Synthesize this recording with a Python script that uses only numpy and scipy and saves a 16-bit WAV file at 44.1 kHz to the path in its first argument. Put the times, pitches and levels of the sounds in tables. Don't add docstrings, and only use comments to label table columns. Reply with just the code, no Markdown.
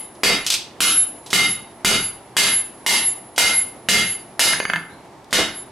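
import sys
import numpy as np
from scipy import signal
from scipy.fft import rfft, irfft
from scipy.io import wavfile
from scipy.ndimage import uniform_filter1d, minimum_filter1d

SR = 44100
rng = np.random.default_rng(int(sys.argv[2]) if len(sys.argv) > 2 else 0)


def store_pcm(level_fs):
    pcm = np.round(np.clip(level_fs, -1, 1) * 32767).astype(np.int16)
    wavfile.write(sys.argv[1], SR, np.atleast_2d(pcm).T)


N = 251811

T = np.arange(32400) / SR
HZ = np.fft.rfftfreq(len(T), 1 / SR)


def amp(db):
    return 10 ** (np.asarray(db) / 20)


def unit(x):
    return x / np.sqrt(np.mean(x ** 2))


def read(points, hz):
    f, value = np.transpose(points)
    return np.interp(np.log(hz + 1), np.log(f + 1), value)


def fade(t60, t=T):
    return np.exp(-np.log(1000) * t / t60)


def tilt(slope_db, hz):
    return amp(slope_db * np.log2(np.maximum(hz, 400) / 3000))


def noise(gain, size):
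    return unit(irfft(rfft(rng.standard_normal(size)) * gain, size))


def add(mix, s, sound):
    start = round(s * SR)
    sound = sound[:, max(-start, 0):]
    part = mix[:, max(start, 0):][:, :sound.shape[1]]
    part += sound[:, :part.shape[1]]


# frequency in Hz, side against mid level in dB.
STEREO_WIDTH = [(60, -20), (300, -14.5), (2000, -8.5), (4500, -3), (8000, -4.5), (13000, -1.5)]


def spread(mid, side):
    width = amp(read(STEREO_WIDTH, np.fft.rfftfreq(len(side), 1 / SR)))
    side = irfft(rfft(side) * width, len(side))
    return np.array([mid + side, mid - side])


# frequency in Hz, time to fall by 60 dB in seconds.
ROOM_DECAY = [(100, 0.61), (400, 0.2873), (1500, 0.448), (4000, 0.36), (8000, 0.29), (15000, 0.22)]


def workshop(build_s=0.0029):
    hz, t, bands = signal.stft(rng.standard_normal((2, len(T))), SR, nperseg=256)
    decay = fade(read(ROOM_DECAY, hz)[:, None], t)
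    tails = signal.istft(bands * decay, SR, nperseg=256)[1][:, :len(T)]
    tails = tails * (1 - np.exp(-T / build_s))
    return spread(*tails) / np.linalg.norm(tails[0])


def in_room(sound, room, wet_db):
    echoes = signal.fftconvolve(np.atleast_2d(sound), room, axes=1)[:, :len(T)]
    return sound + amp(wet_db) * echoes


def ring(hz, t60, gain, shimmer=.6, shimmer_per_s=60, side_db=-7):
    out = np.zeros((2, len(T)))
    knots = np.arange(64) / shimmer_per_s
    for f, decay, g in zip(hz, t60, gain):
        a, b, c, d = rng.standard_normal((4, len(knots))) / np.sqrt(2)
        envelope = fade(decay)
        mid = envelope * (1 + shimmer * np.interp(T, knots, a + 1j * b))
        side = envelope * np.interp(T, knots, c + 1j * d)
        side = side * amp(side_db) * min(f / 4000, 1)
        wave = g * np.exp(2j * np.pi * f * T) * np.linalg.norm(envelope) / np.linalg.norm(mid)
        out += (np.array([mid + side, mid - side]) * wave).imag
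    soft_start = 1 - np.exp(-(T / .0004) ** 2)
    return out * soft_start


# frequency in Hz, relative level per Hz in dB.
FORGE_COLOUR = [(15, -59.5), (25, -17.5), (108, -2), (175, -2), (373, 3), (439, -3), (503, -3), (863, -1),
                (1480, -13), (1740, -13.5), (2280, -15), (2480, -19), (7310, -27.5), (10700, -28.5),
                (16000, -52)]
# frequency in Hz, level in dB around which it wavers.
FAN_TONES = [(124, -61.5), (345, -72), (675, -58), (890, -60)]


def forge(rush_db=-43.5, flicker_db=0.75, flicker_hz=12, waver=0.5, waver_hz=4):
    hz, t = np.fft.rfftfreq(N, 1 / SR), np.arange(N) / SR
    colour = amp(read(FORGE_COLOUR, hz))
    flicker = amp(flicker_db * noise(np.exp(-hz / flicker_hz), N))
    rush = spread(noise(colour, N), noise(colour, N)) * flicker
    fan = np.zeros(N)
    for f, db in FAN_TONES:
        swaying = 1 + waver * noise(np.exp(-hz / waver_hz), N)
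        fan += amp(db) * np.sin(2 * np.pi * f * t) * swaying
    return amp(rush_db) * rush + fan


# time in seconds, pitch in Hz, level in dB before the room is added.
SQUEAK_PATH = [(4.882, 3420, -64), (4.919, 4100, -54), (4.959, 4200, -74.5), (5.008, 4350, -83)]


def squeak(room, width_hz=120):
    s, hz, db = np.transpose(SQUEAK_PATH)
    now = T + s[0]
    carrier = np.sin(2 * np.pi * np.cumsum(np.interp(now, s, hz)) / SR)
    level = np.interp(now, s, amp(db), right=0)
    fuzz = noise(np.exp(-(HZ / width_hz) ** 2), len(T))
    return in_room(level * carrier * fuzz, room, wet_db=6.5)


# frequency in Hz, relative level per Hz in dB.
CHINK_COLOUR = [(100, -26), (1000, -11.5), (2000, -5), (3200, 6.5), (5200, 3.5), (8000, 0.5), (12000, -6.5),
                (16000, -34)]
# frequency in Hz, time to fall by 60 dB in seconds, relative level in dB.
BAR_MODES = [(2850, 0.054, -18), (3350, 0.17, -28.5), (3900, 0.12, -19.5), (4840, 0.048, -30),
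             (4900, 0.099, -17.5), (5800, 0.11, -15)]


def clatter(room, db, t60, chatter_db=1.5, chatter_hz=220):
    hz, mode_t60, mode_db = np.transpose(BAR_MODES)
    grains = unit(amp(chatter_db * noise(np.exp(-HZ / chatter_hz), len(T))))
    chink = grains * noise(amp(read(CHINK_COLOUR, HZ)), len(T)) * fade(t60)
    return amp(db) * in_room(chink + ring(hz, mode_t60, amp(mode_db)), room, wet_db=-10.5)


# frequency in Hz, relative level per Hz in dB.
KNOCK_COLOUR = [(40, -24), (200, -6.5), (600, -6), (1200, -2.5), (2000, -2.5), (3000, -7.5), (5000, -23),
                (16000, -40.5)]


def knock(t60):
    burst = unit(rng.standard_normal(len(T))) * fade(t60)
    all_hz = abs(np.fft.fftfreq(len(T), 1 / SR))
    log_gain = np.log(unit(amp(read(KNOCK_COLOUR, all_hz))))
    response = np.exp(signal.hilbert(log_gain).conj())
    clack = np.fft.ifft(np.fft.fft(burst) * response).real
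    return clack * np.linalg.norm(fade(t60)) / np.linalg.norm(clack)


# frequency in Hz, time to fall by 60 dB in seconds,
# relative level in dB before the brightness of the bounce.
BOUNCE_RING = [(166, 0.3, -38), (1606, 0.031, -8), (1740, .065, -11), (2120, 0.033, -6.5),
               (2610, 0.069, -24), (2950, 0.073, -21), (4580, .04, -24), (9970, 0.064, -32.5),
               (4720, 0.23, -36), (6445, .13, -35)]


def bounce(room, db, slope_db, knock_db=-6, knock_t60=0.019):
    hz, t60, mode_db = np.transpose(BOUNCE_RING)
    clack = ring(hz, t60, amp(mode_db) * tilt(slope_db, hz)) + amp(knock_db) * knock(knock_t60)
    return amp(db) * in_room(clack, room, wet_db=-12.5)


# frequency in Hz, relative level per Hz in dB before the hardness of the blow.
CRACK_COLOUR = [(45, -39.5), (80, -19.5), (200, -4.5), (450, -1), (900, -11), (1500, -6), (3000, 4),
                (5000, 1.5), (8000, 0.5), (11000, 0), (14500, -17), (16500, -26)]
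# frequency in Hz, relative level per Hz in dB.
SETTLE_COLOUR = [(45, -53), (65, -17.5), (82, 3.5), (105, -9), (200, -2.5), (350, 3), (700, -1),
                 (2000, -14.5), (16000, -63)]


def impact(room, crack_db, slope_db, level_db=2.5, t60=0.15, knock_db=8, knock_t60=0.015,
           settle_db=-21, settle_s=0.0662, settle_width_s=0.012):
    crash_colour = amp(read(CRACK_COLOUR, HZ)) * tilt(slope_db, HZ)
    crash = amp(level_db) * noise(crash_colour, len(T)) * fade(t60)
    thud_swell = np.exp(-((T - settle_s) / settle_width_s) ** 2)
    thud = amp(settle_db) * noise(amp(read(SETTLE_COLOUR, HZ)), len(T)) * thud_swell
    thud = thud * tilt(slope_db, 0)
    low = amp(knock_db) * knock(knock_t60) + thud
    return amp(crack_db) * in_room(crash + low, room, wet_db=-3.5)


# frequency in Hz, time to fall by 60 dB in seconds before
# the sustain factor, then relative level in dB when struck left, in the middle and right.
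ANVIL_MODES = [(1690, .3, -20, -19, -22), (1795, .3, -21, -19, -17), (2109, .46, -8, -4.5, -11),
               (2416, .42, -19, -18, -19), (2698, .55, -18, -16, -22), (2844, .42, -11, -13, -14),
               (2934, .5, -12, -9, -11), (3326, .42, -14, -12, -14), (3757, .52, -11, -12, -10),
               (3935, .45, -24, -21, -23), (4245, .42, -19, -18, -14), (4601, .4, -1, -11, -22),
               (4718, .52, -24, -14, -17), (4975, .42, -6, -14, -9), (5333, .44, -19, -17, -14),
               (5875, .4, -16, -17, -13), (6318, .42, -30, -16, -18), (6440, .46, -19, -14, -16),
               (6720, .35, -22, -26, -16), (7135, .4, -19, -20, -16), (7292, .38, -22, -14, -21),
               (7820, .33, -20, -23, -19), (8485, .33, -15, -19, -19), (9082, .38, -27, -23, -24),
               (9915, .36, -23, -19, -20), (10352, .3, -19, -19, -20), (12610, .32, -21, -28, -30)]
SPOT_NAMES = ["left", "middle", "right"]
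ANVIL_SHARE = .5
ANVIL_TILT_DB = -1.6


def anvil(spot, ring_db, slope_db, level_db=2.2, sustain=0.8, scatter_db=1.2, shimmer=.9):
    hz, t60, *spot_db = np.transpose(ANVIL_MODES)
    db = spot_db[SPOT_NAMES.index(spot)] + scatter_db * rng.standard_normal(len(hz))
    brightness = tilt(ANVIL_SHARE * slope_db + ANVIL_TILT_DB, hz)
    return ring(hz, t60 * sustain, amp(level_db + ring_db + db) * brightness, shimmer)


# frequency in Hz, time to fall by 60 dB in seconds
# before the sustain factor, relative level in dB.
HEAD_MODES = [(11012, .85, -17), (7135, .85, -35), (14930, .75, -43)]


def hammer(room, ring_db, pass_s, width_s, swell_db, level_db=1, sustain=0.99,
           doppler=0.002404, away_db=-4):
    u = (T - pass_s) / width_s
    near = 1 / (1 + u ** 4)
    away = (1 - near) * (u > 0)
    clock = T + np.cumsum(-doppler * 2 * u / (1 + u ** 2)) / SR
    tone = 0
    for hz, t60, db in HEAD_MODES:
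        flutter = .2 * noise(np.exp(-(HZ / 45) ** 2), len(T))
        beat = 1 + flutter + .17 * noise(np.exp(-(HZ / 260) ** 2), len(T))
        tone = tone + amp(db) * fade(t60 * sustain) * beat * np.sin(2 * np.pi * hz * clock)
    level = amp(level_db + ring_db + swell_db * near + away_db * away)
    return in_room(level * tone, room, wet_db=-8)


HEAD_DB, HEAD_DB_PER_HARDNESS = -0.5, 4.5
PASS_S = 0.044


def blow(room, spot, force_db, hardness, pass_s, swell_db):
    head_db = HEAD_DB + force_db + HEAD_DB_PER_HARDNESS * hardness
    crack = impact(room, force_db, hardness)
    anvil_ring = anvil(spot, force_db, hardness)
    return crack + anvil_ring + hammer(room, head_db, pass_s, PASS_S, swell_db)


# start in seconds, relative level in dB, time for the grains to fall by 60 dB in seconds.
BAR_CLATTERS = [(0.151, -49, 0.08), (0.445, -37, 0.29), (0.4648, -13.5, 0.11), (.502, -6, 0.13),
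                (.521, -16, 0.13), (.539, -12, 0.069), (1.262, -36.5, 0.14), (1.304, -30, 0.5),
                (3.361, -34, 0.31), (5.244, -45, 0.018), (5.308, -39.5, 0.19)]
# start in seconds, relative level in dB, brightness in dB per octave.
HAMMER_BOUNCES = [(4.5333, -5.5, -3), (4.6012, -0.5, 6), (4.6527, 0, 4.5), (4.699, -4, 2.5),
                  (4.7349, -1, -4), (4.7592, -8, -1.5)]
# start in seconds, spot on the face, force in dB, hardness of the contact
# in dB per octave, seconds until the lifted hammer passes the microphone, swell of that pass in dB.
HAMMER_BLOWS = [(-.255, "middle", -5, 1, 0.22, 15.5), (0.234, "left", -3.5, -2.2, 0.2, 2.5),
                (0.8047, "right", -3.5, 1.66, .2, 15), (1.3302, "middle", -2.5, -0.5, 0.2, 11.5),
                (1.8474, "middle", -2, -0.62, 0.22, 13.5), (2.3671, "middle", -0.5, 0.46, 0.21, 13.5),
                (2.8636, "middle", -2, 0.82, 0.23, 12.5), (3.3795, "middle", -0.5, 0.04, .22, 17),
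                (3.887, "middle", 0, -0.4, .24, 12), (4.394, "right", 0, .5, 0.11, 3),
                (5.3281, "right", -6, -2.5, .27, 21.5)]


def scene():
    room, mix = workshop(), forge()
    add(mix, SQUEAK_PATH[0][0], squeak(room))
    for s, db, t60 in BAR_CLATTERS:
        add(mix, s, clatter(room, db, t60))
    for s, db, slope_db in HAMMER_BOUNCES:
        add(mix, s, bounce(room, db, slope_db))
    for s, *stroke in HAMMER_BLOWS:
        add(mix, s, blow(room, *stroke))
    return mix * amp([[-.4], [.4]])


def record(dry, ceiling_db=-7.0, release_db_per_s=260, squeeze=0.84, edge_hz=16100):
    over_db = np.maximum(20 * np.log10(abs(dry).max(0) + 1e-9) - ceiling_db, 0)
    fall = np.arange(N) * release_db_per_s / SR
    held_db = np.maximum.accumulate(over_db + fall) - fall
    gain_db = uniform_filter1d(minimum_filter1d(-held_db, size=32), size=32)
    limited = dry * amp(squeeze * gain_db)
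    low_pass = signal.firwin(255, edge_hz, window=("kaiser", 9), fs=SR)
    return signal.oaconvolve(limited, low_pass[None], "same")


dry = scene()
out = record(dry)
store_pcm(out)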